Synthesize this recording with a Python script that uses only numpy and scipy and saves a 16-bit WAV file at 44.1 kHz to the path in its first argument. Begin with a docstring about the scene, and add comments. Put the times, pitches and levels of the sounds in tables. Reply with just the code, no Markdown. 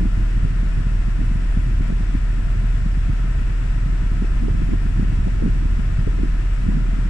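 """A car's air conditioning blows from a dashboard vent while the engine idles, heard close to the grille.
From the start the cabin booms at the engine's firing rate (sine waves), air rushes (coloured noise), and
puffs of the jet buffet two microphone ports (short pulses with noisy wakes). A faint whistle at the slats
(narrow noise) is clearest near 1.5 s. The listed puffs thin out from about 2.2 s; after 4.2 s they crowd
together, with a second rise of the whistle near 4.6 s. All of it runs on to the end at about 7.1 s."""
import sys
import numpy as np
from scipy import signal
from scipy.fft import rfft, irfft, next_fast_len
from scipy.io import wavfile

SR = 44100
rng = np.random.default_rng(int(sys.argv[2]) if len(sys.argv) > 2 else 0)


def pcm_store(signal):
    """Save signal as 16-bit PCM."""
    levels = np.round(np.clip(np.atleast_2d(signal), -1, 1) * 32767)
    wavfile.write(sys.argv[1], SR, levels.astype(np.int16).T)


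N = 313012  # length in samples


def amp(db):
    """Turns decibels into a gain."""
    return 10 ** (np.asarray(db) / 20)


def evened(x):
    """Scales a sound to an average strength (rms) of 1."""
    return x / np.sqrt(np.mean(x ** 2) + 1e-20)


def read(points, hz, axis=1):
    """Reads one column of a spectrum table, on a log-frequency axis."""
    columns = np.transpose(points)
    return np.interp(np.log(hz + 1), np.log(columns[0] + 1), columns[axis])


def curves(rows):
    """Draws the columns of a time table as lines, one value per sample."""
    s, *columns = np.transpose(rows)
    t = np.arange(N) / SR
    return [np.interp(t, s, column) for column in columns]


def noise(gain):
    """Makes noise of rms 1 whose spectrum is shaped by the function gain(Hz)."""
    size = next_fast_len(N)
    hz = np.fft.rfftfreq(size, 1 / SR)
    spectrum = rfft(rng.standard_normal(size)) * gain(hz)
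    return evened(irfft(spectrum, size)[:N])


def wander(rate):
    """Makes a slow random curve of rms 1, changing up to about rate times a second."""
    return noise(lambda hz: np.exp(-(hz / rate) ** 2) * hz / (hz + 1))


def add(mix, start, sound):
    """Mixes a sound in from sample start on, cutting off what lies outside."""
    part = mix[max(start, 0):max(start + len(sound), 0)]
    part += sound[max(-start, 0):][:len(part)]


# Firing rate of the idling engine. Each row: time in seconds, rate in Hz.
FIRING_RATE = [(0, 39.5), (.6, 38.8), (1.25, 38.2), (1.7, 39), (2.4, 38.8), (3.0, 39.9), (3.9, 39.7),
               (4.8, 38.3), (5.35, 38.9), (5.85, 38.4), (6.3, 39.5), (7.1, 39.2)]
# Tones tied to the engine. Each row: multiple of the firing rate, level in dB rms.
ENGINE_ORDERS = [(.5, -32), (1, -18), (2, -46.5), (3, -38.5)]
# Steady low hums, the upper perhaps from the turning blower. 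Each row: frequency in Hz, level in dB rms.
LOW_HUMS = [(22.9, -33.5), (52.6, -36)]


def engine():
    """The firing rate hunts a little and the cabin booms with it, over steady hums, alike at both ports."""
    t = np.arange(N) / SR
    firings = np.cumsum(curves(FIRING_RATE)[0]) / SR  # firings counted so far
    boom = sum(amp(db) * np.sin(2 * np.pi * (k * firings + rng.random())) for k, db in ENGINE_ORDERS)
    hums = sum(amp(db) * np.sin(2 * np.pi * (hz * t + rng.random())) for hz, db in LOW_HUMS)
    return np.sqrt(2) * (boom + hums)  # a sine of rms 1 peaks at the root of 2


# Colour of the rushing air. Each row: frequency in Hz, relative left and right level in dB per Hz.
AIR_COLOUR = [(623, -2, -5.5), (940, -8, -12), (1724, -0.5, -6), (2940, -6.5, -12.5), (2975, -9.5, -16),
              (4400, -17, -21), (5840, -15.5, -21), (6140, -21, -25.5), (7730, -15, -26),
              (8200, -19, -32.5), (9180, -20.5, -25), (9880, -34, -28.5), (11000, -36, -36.5),
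              (14800, -42.5, -43)]
# Resonances of duct and grille.
# Each row: centre in Hz, half-width in Hz (to 1/e of the dB lift), left and right lift in dB.
DUCT_RESONANCES = [(671, 44, 7, 3), (977, 110, 7, 4), (1310, 100, 5.5, 5), (1460, 67, 2.5, 0),
                   (1738, 25, 1.5, 6), (1852, 45, 4, 1), (1970, 58, -2, 5), (2510, 25, 2, -3),
                   (2613, 30, 4, 3.5), (2730, 49, -1, 0.5), (3425, 22, 6.5, -2.5)]
# Likeness of the rush at the two ports. Each row: frequency in Hz, correlation from -1 to 1.
PORT_LIKENESS = [(200, 0.91), (450, -0.52), (780, -0.05), (1000, 0.15), (1450, 0.58), (1900, -0.021),
                 (2300, -0.17), (3300, 0.094), (9000, -0.07)]
AIR_DB = -40.5  # rms over both ports, before the wavering and swelling


def vent(waver_db, waver_rate):
    """Turbulence at the slats, coloured by the duct; each port hears its own mix of the resonances."""
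    size = next_fast_len(N)
    hz = np.fft.rfftfreq(size, 1 / SR)
    left, other = rfft(rng.standard_normal((2, size)))
    same = np.clip(read(PORT_LIKENESS, hz), -1, 1)
    right = same * left + np.sqrt(1 - same ** 2) * other
    colour_db = np.array([read(AIR_COLOUR, hz, axis=1), read(AIR_COLOUR, hz, axis=2)])
    for centre, width, *lift_db in DUCT_RESONANCES:
        colour_db += np.outer(lift_db, np.exp(-((hz - centre) / width) ** 2))
    rush = evened(irfft(np.array([left, right]) * amp(colour_db), size)[:, :N])
    return amp(AIR_DB + waver_db * wander(waver_rate)) * rush


# Gain of the brightest band of the rush. Each row: time in seconds, gain in dB.
BAND_SURGE = [(0, -.5), (.28, 0.9), (.7, 1), (.85, 1), (1.05, 0.2), (1.4, 0.5), (1.62, 0.5), (1.98, -0.2),
              (2.3, 1), (2.5, 1), (2.9, -.2), (3.28, 1), (3.78, 0.4), (3.95, 1.5), (4.6, 0.2), (6.0, 0.4),
              (6.38, 0.8), (6.7, 0.7)]


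def swelling(rush, centre_hz, width_hz):
    """The brightest band of the rush swells and sinks gently on its own."""
    size = next_fast_len(N)
    hz = np.fft.rfftfreq(size, 1 / SR)
    bell = np.exp(-((hz - centre_hz) / width_hz) ** 2)
    band = irfft(rfft(rush, size) * bell, size)[:, :N]
    return rush + band * (amp(curves(BAND_SURGE)[0]) - 1)


# Strength of the whistle at the slats. Each row: time in seconds, left level in dB rms.
WHISTLE_LEVEL = [(0, -70), (1.3, -68.5), (1.55, -65), (1.9, -70), (2.3, -70), (2.6, -70), (3.3, -72),
                 (4.3, -75), (4.6, -67), (5.3, -69), (5.6, -76), (7.1, -75)]
WHISTLE_HZ = 9045


def whistle(right_db, width_hz):
    """Air over a sharp edge sings a thin, fuzzy note that comes and goes."""
    def peak(hz):
        """Lets through only a narrow peak around the note."""
        return 1 / (1 + ((hz - WHISTLE_HZ) / width_hz) ** 2)

    note = np.array([amp(db) * noise(peak) for db in (0, right_db)])
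    return amp(curves(WHISTLE_LEVEL)[0]) * note


# Colour of the jet's flutter on the microphone. Each row: frequency in Hz, relative level in dB per Hz.
FLUTTER_COLOUR = [(4, -24), (20, -7.5), (72, -1), (110, -3.5), (160, -9.5), (230, -17), (330, -20.5),
                  (450, -26.5), (700, -62), (2000, -83)]
# Strength of the jet on the microphone. Each row: time in seconds, level in dB before the flutter's trim.
JET_LEVEL = [(0, -24), (2.4, -25.5), (4.0, -25.5), (5.2, -23.5), (6.1, -23.5), (6.45, -26.5), (7.1, -23.5)]


def flutter(lumps, level_db, split_hz):
    """Small eddies pass without pause; their upper part comes in lumps."""
    flow = noise(lambda hz: amp(read(FLUTTER_COLOUR, hz)))
    lowpass = signal.butter(2, split_hz, fs=SR, output="sos")
    slow = signal.sosfiltfilt(lowpass, flow)
    lumpy = lumps * (flow - slow)
    return amp(curves(JET_LEVEL)[0] + level_db) * evened(slow + lumpy)


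# Longer swells of the jet under the clusters of puffs.
# Each row: middle in seconds, length in seconds, level in dB before a common trim.
JET_SWELLS = [(1.915, 0.047, -29.5), (2.147, 0.045, -29), (4.217, 0.06, -29), (4.47, 0.12, -26),
              (4.61, 0.08, -26.5), (4.72, .08, -28), (5.01, .09, -25.5), (5.45, 0.077, -25),
              (6.205, 0.08, -27.5), (6.735, .14, -22)]


def swells(level_db, knee_hz, steep):
    """The jet leans on the microphone for a moment: a soft, low roar that joins the puffs."""
    t = np.arange(N) / SR
    power = sum(amp(db) ** 2 * np.exp(-(2 * (t - s) / length) ** 2) for s, length, db in JET_SWELLS)
    roar = noise(lambda hz: (hz / knee_hz) ** 1.4 / (1 + (hz / knee_hz) ** steep))
    return amp(level_db) * np.sqrt(power) * roar


# Level over the jet and its spread either way are in dB, before the trim of the puffs.
EDDIES_PER_S, EDDY_DB, EDDY_SPREAD_DB, EDDY_HZ = 6, -4, 4, 175


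def eddies(count=80):
    """The slats shed small eddies at uneven intervals, their strength following the jet; rows like PUFFS."""
    late = rng.random(count)
    strength = 2 * rng.random(count) - 1
    times = (np.arange(count) + late) / EDDIES_PER_S
    levels = np.interp(times, *np.transpose(JET_LEVEL)) + EDDY_DB + EDDY_SPREAD_DB * strength
    return [(s, db, EDDY_HZ) for s, db in zip(times, levels) if s < N / SR]


PUFF_S = .01  # a puff's level is its rms if all its energy fell within this many seconds


def buffets(rows, level_db, narrow, spill_db, wake, wake_s, size=4096):
    """Each puff is one quick swing of pressure in a short, uneven wake; faster ones reach higher."""
    t = (np.arange(size) - size // 2) / SR  # the puff sits in the middle of its frame
    hz = np.fft.rfftfreq(size, 1 / SR)
    out = np.zeros(N)
    for s, db, centre_hz in rows:
        swing = np.exp(2j * np.pi * rng.random()) * rfft(1.0 * (t == 0))
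        swirl = np.exp(-abs(t) / wake_s) * rng.standard_normal(size)
        swirl /= np.linalg.norm(swirl)
        ratio = hz / centre_hz
        hump = (ratio * np.exp(.5 - .5 * ratio ** 2)) ** narrow
        spill = amp(spill_db) * ratio ** 2 / (1 + ratio ** 5)  # spreads wider around the hump
        puff = irfft((swing + wake * rfft(swirl)) * (hump + spill))
        puff *= np.sqrt(PUFF_S * SR / np.sum(puff ** 2))
        add(out, int(s * SR) - size // 2, amp(db + level_db) * puff)
    return out


def across_ports(right, stray, crossing_s, weaker_db, small_hz, mixing):
    """Eddies reach the right port first; small ones arrive late, weakened and partly remixed at the left."""
    size = next_fast_len(N + SR // 10)
    hz = np.fft.rfftfreq(size, 1 / SR)
    small = hz ** 2 / (hz ** 2 + small_hz ** 2)  # near 0 for large eddies, near 1 for small ones
    lost = np.clip(mixing * small, 0, 1)
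    delay = np.exp(-2j * np.pi * hz * crossing_s * small)
    carried = np.sqrt(1 - lost) * delay * rfft(right, size)
    remixed = np.sqrt(lost) * rfft(stray, size)
    left = amp(weaker_db * small) * (carried + remixed)
    return np.array([irfft(left, size)[:N], right])


# The puffs that hit the microphone, singly and in clusters.
# Each row: middle in seconds, level in dB before a common trim, centre in Hz.
PUFFS = [(.010, -18, 180), (.030, -22.5, 185), (.057, -17.5, 187), (.185, -24, 170), (0.375, -26, 207),
         (.450, -15.5, 155), (0.632, -21, 200), (0.748, -27.5, 157), (0.777, -27, 145), (.869, -23, 152),
         (0.912, -19.5, 146), (1.085, -20, 155), (1.194, -19, 175), (1.217, -23.5, 200), (1.316, -20, 148),
         (1.359, -14.5, 130), (1.575, -14.5, 150), (1.809, -17, 176), (1.9, -28.5, 455),
         (1.902, -19.5, 170), (1.925, -21.5, 225), (2.007, -23.5, 180), (2.152, -17.5, 190),
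         (2.41, -32, 220), (2.471, -18.5, 134), (2.645, -24, 161), (2.862, -17, 154), (2.975, -21.5, 170),
         (3.085, -20, 168), (3.097, -16, 154), (3.135, -21.5, 135), (3.255, -30, 170), (3.285, -23, 168),
         (3.864, -20, 150), (3.898, -21, 157), (4.065, -32, 199), (4.224, -22, 245), (4.246, -26, 234),
         (4.434, -16, 190), (4.454, -20, 201), (4.485, -20.5, 275), (4.549, -13.5, 145), (4.62, -20.5, 202),
         (4.691, -23, 240), (4.718, -21.5, 185), (4.736, -13.5, 202), (4.863, -21.5, 195),
         (4.996, -14, 165), (5.029, -17.5, 184), (5.05, -23, 195), (5.103, -23.5, 143), (5.126, -17, 140),
         (5.190, -19.5, 158), (5.272, -15, 171), (5.282, -27, 415), (5.425, -22.5, 350),
         (5.438, -14.5, 167), (5.462, -15.5, 211), (5.479, -21, 220), (5.655, -19, 181), (5.795, -18, 154),
         (5.991, -16.5, 130), (6.072, -17.5, 160), (6.076, -21.5, 320), (6.190, -21.5, 240),
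         (6.211, -27, 195), (6.234, -16.5, 235), (6.257, -24, 187), (6.667, -18, 155), (6.69, -13, 166),
         (6.721, -18.5, 175), (6.752, -23, 180), (6.772, -19.5, 166), (6.856, -28.5, 260),
         (6.89, -22.5, 192), (6.935, -20, 125), (6.99, -18.5, 164), (7.057, -22.5, 180)]


def jet(lumpy_db, lump_rate):
    """The jet on the microphone: two flows with puffs and swells at the same times, each with its own swirls."""
    lumps = amp(lumpy_db * np.tanh(wander(lump_rate)))
    gusts = [*PUFFS, *eddies()]

    def flow():
        """Adds up one flow of the jet."""
        steady = flutter(lumps, level_db=-0.5, split_hz=76)
        roar = swells(level_db=-0.5, knee_hz=180, steep=6.1)
        puffs = buffets(gusts, level_db=-1.87, narrow=3.0, spill_db=2, wake=0.78, wake_s=0.0096)
        return steady + roar + puffs

    right, stray = flow(), flow()
    ends = signal.windows.tukey(N, .002)  # fades of about 7 ms at both ends
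    return across_ports(ends * right, ends * stray,
                        crossing_s=0.00094, weaker_db=-2.5, small_hz=124, mixing=0.59)


def scene():
    """Engine boom and low hums, the rush and whistle of the vent, and its jet on the microphone."""
    air = vent(waver_db=0.32, waver_rate=11)
    rush = swelling(air, centre_hz=1550, width_hz=450)
    note = whistle(right_db=-2.0, width_hz=18)
    return engine() + rush + note + jet(lumpy_db=4.0, lump_rate=42)


EDGE_HZ = 15300  # the treble is removed above this


def record(dry):
    """The recorder's band limit: a steep low-pass run forwards and backwards, so nothing is delayed."""
    lowpass = signal.cheby2(14, 40, EDGE_HZ, fs=SR, output="sos")
    return signal.sosfiltfilt(lowpass, dry)


dry = scene()
out = record(dry)
pcm_store(out)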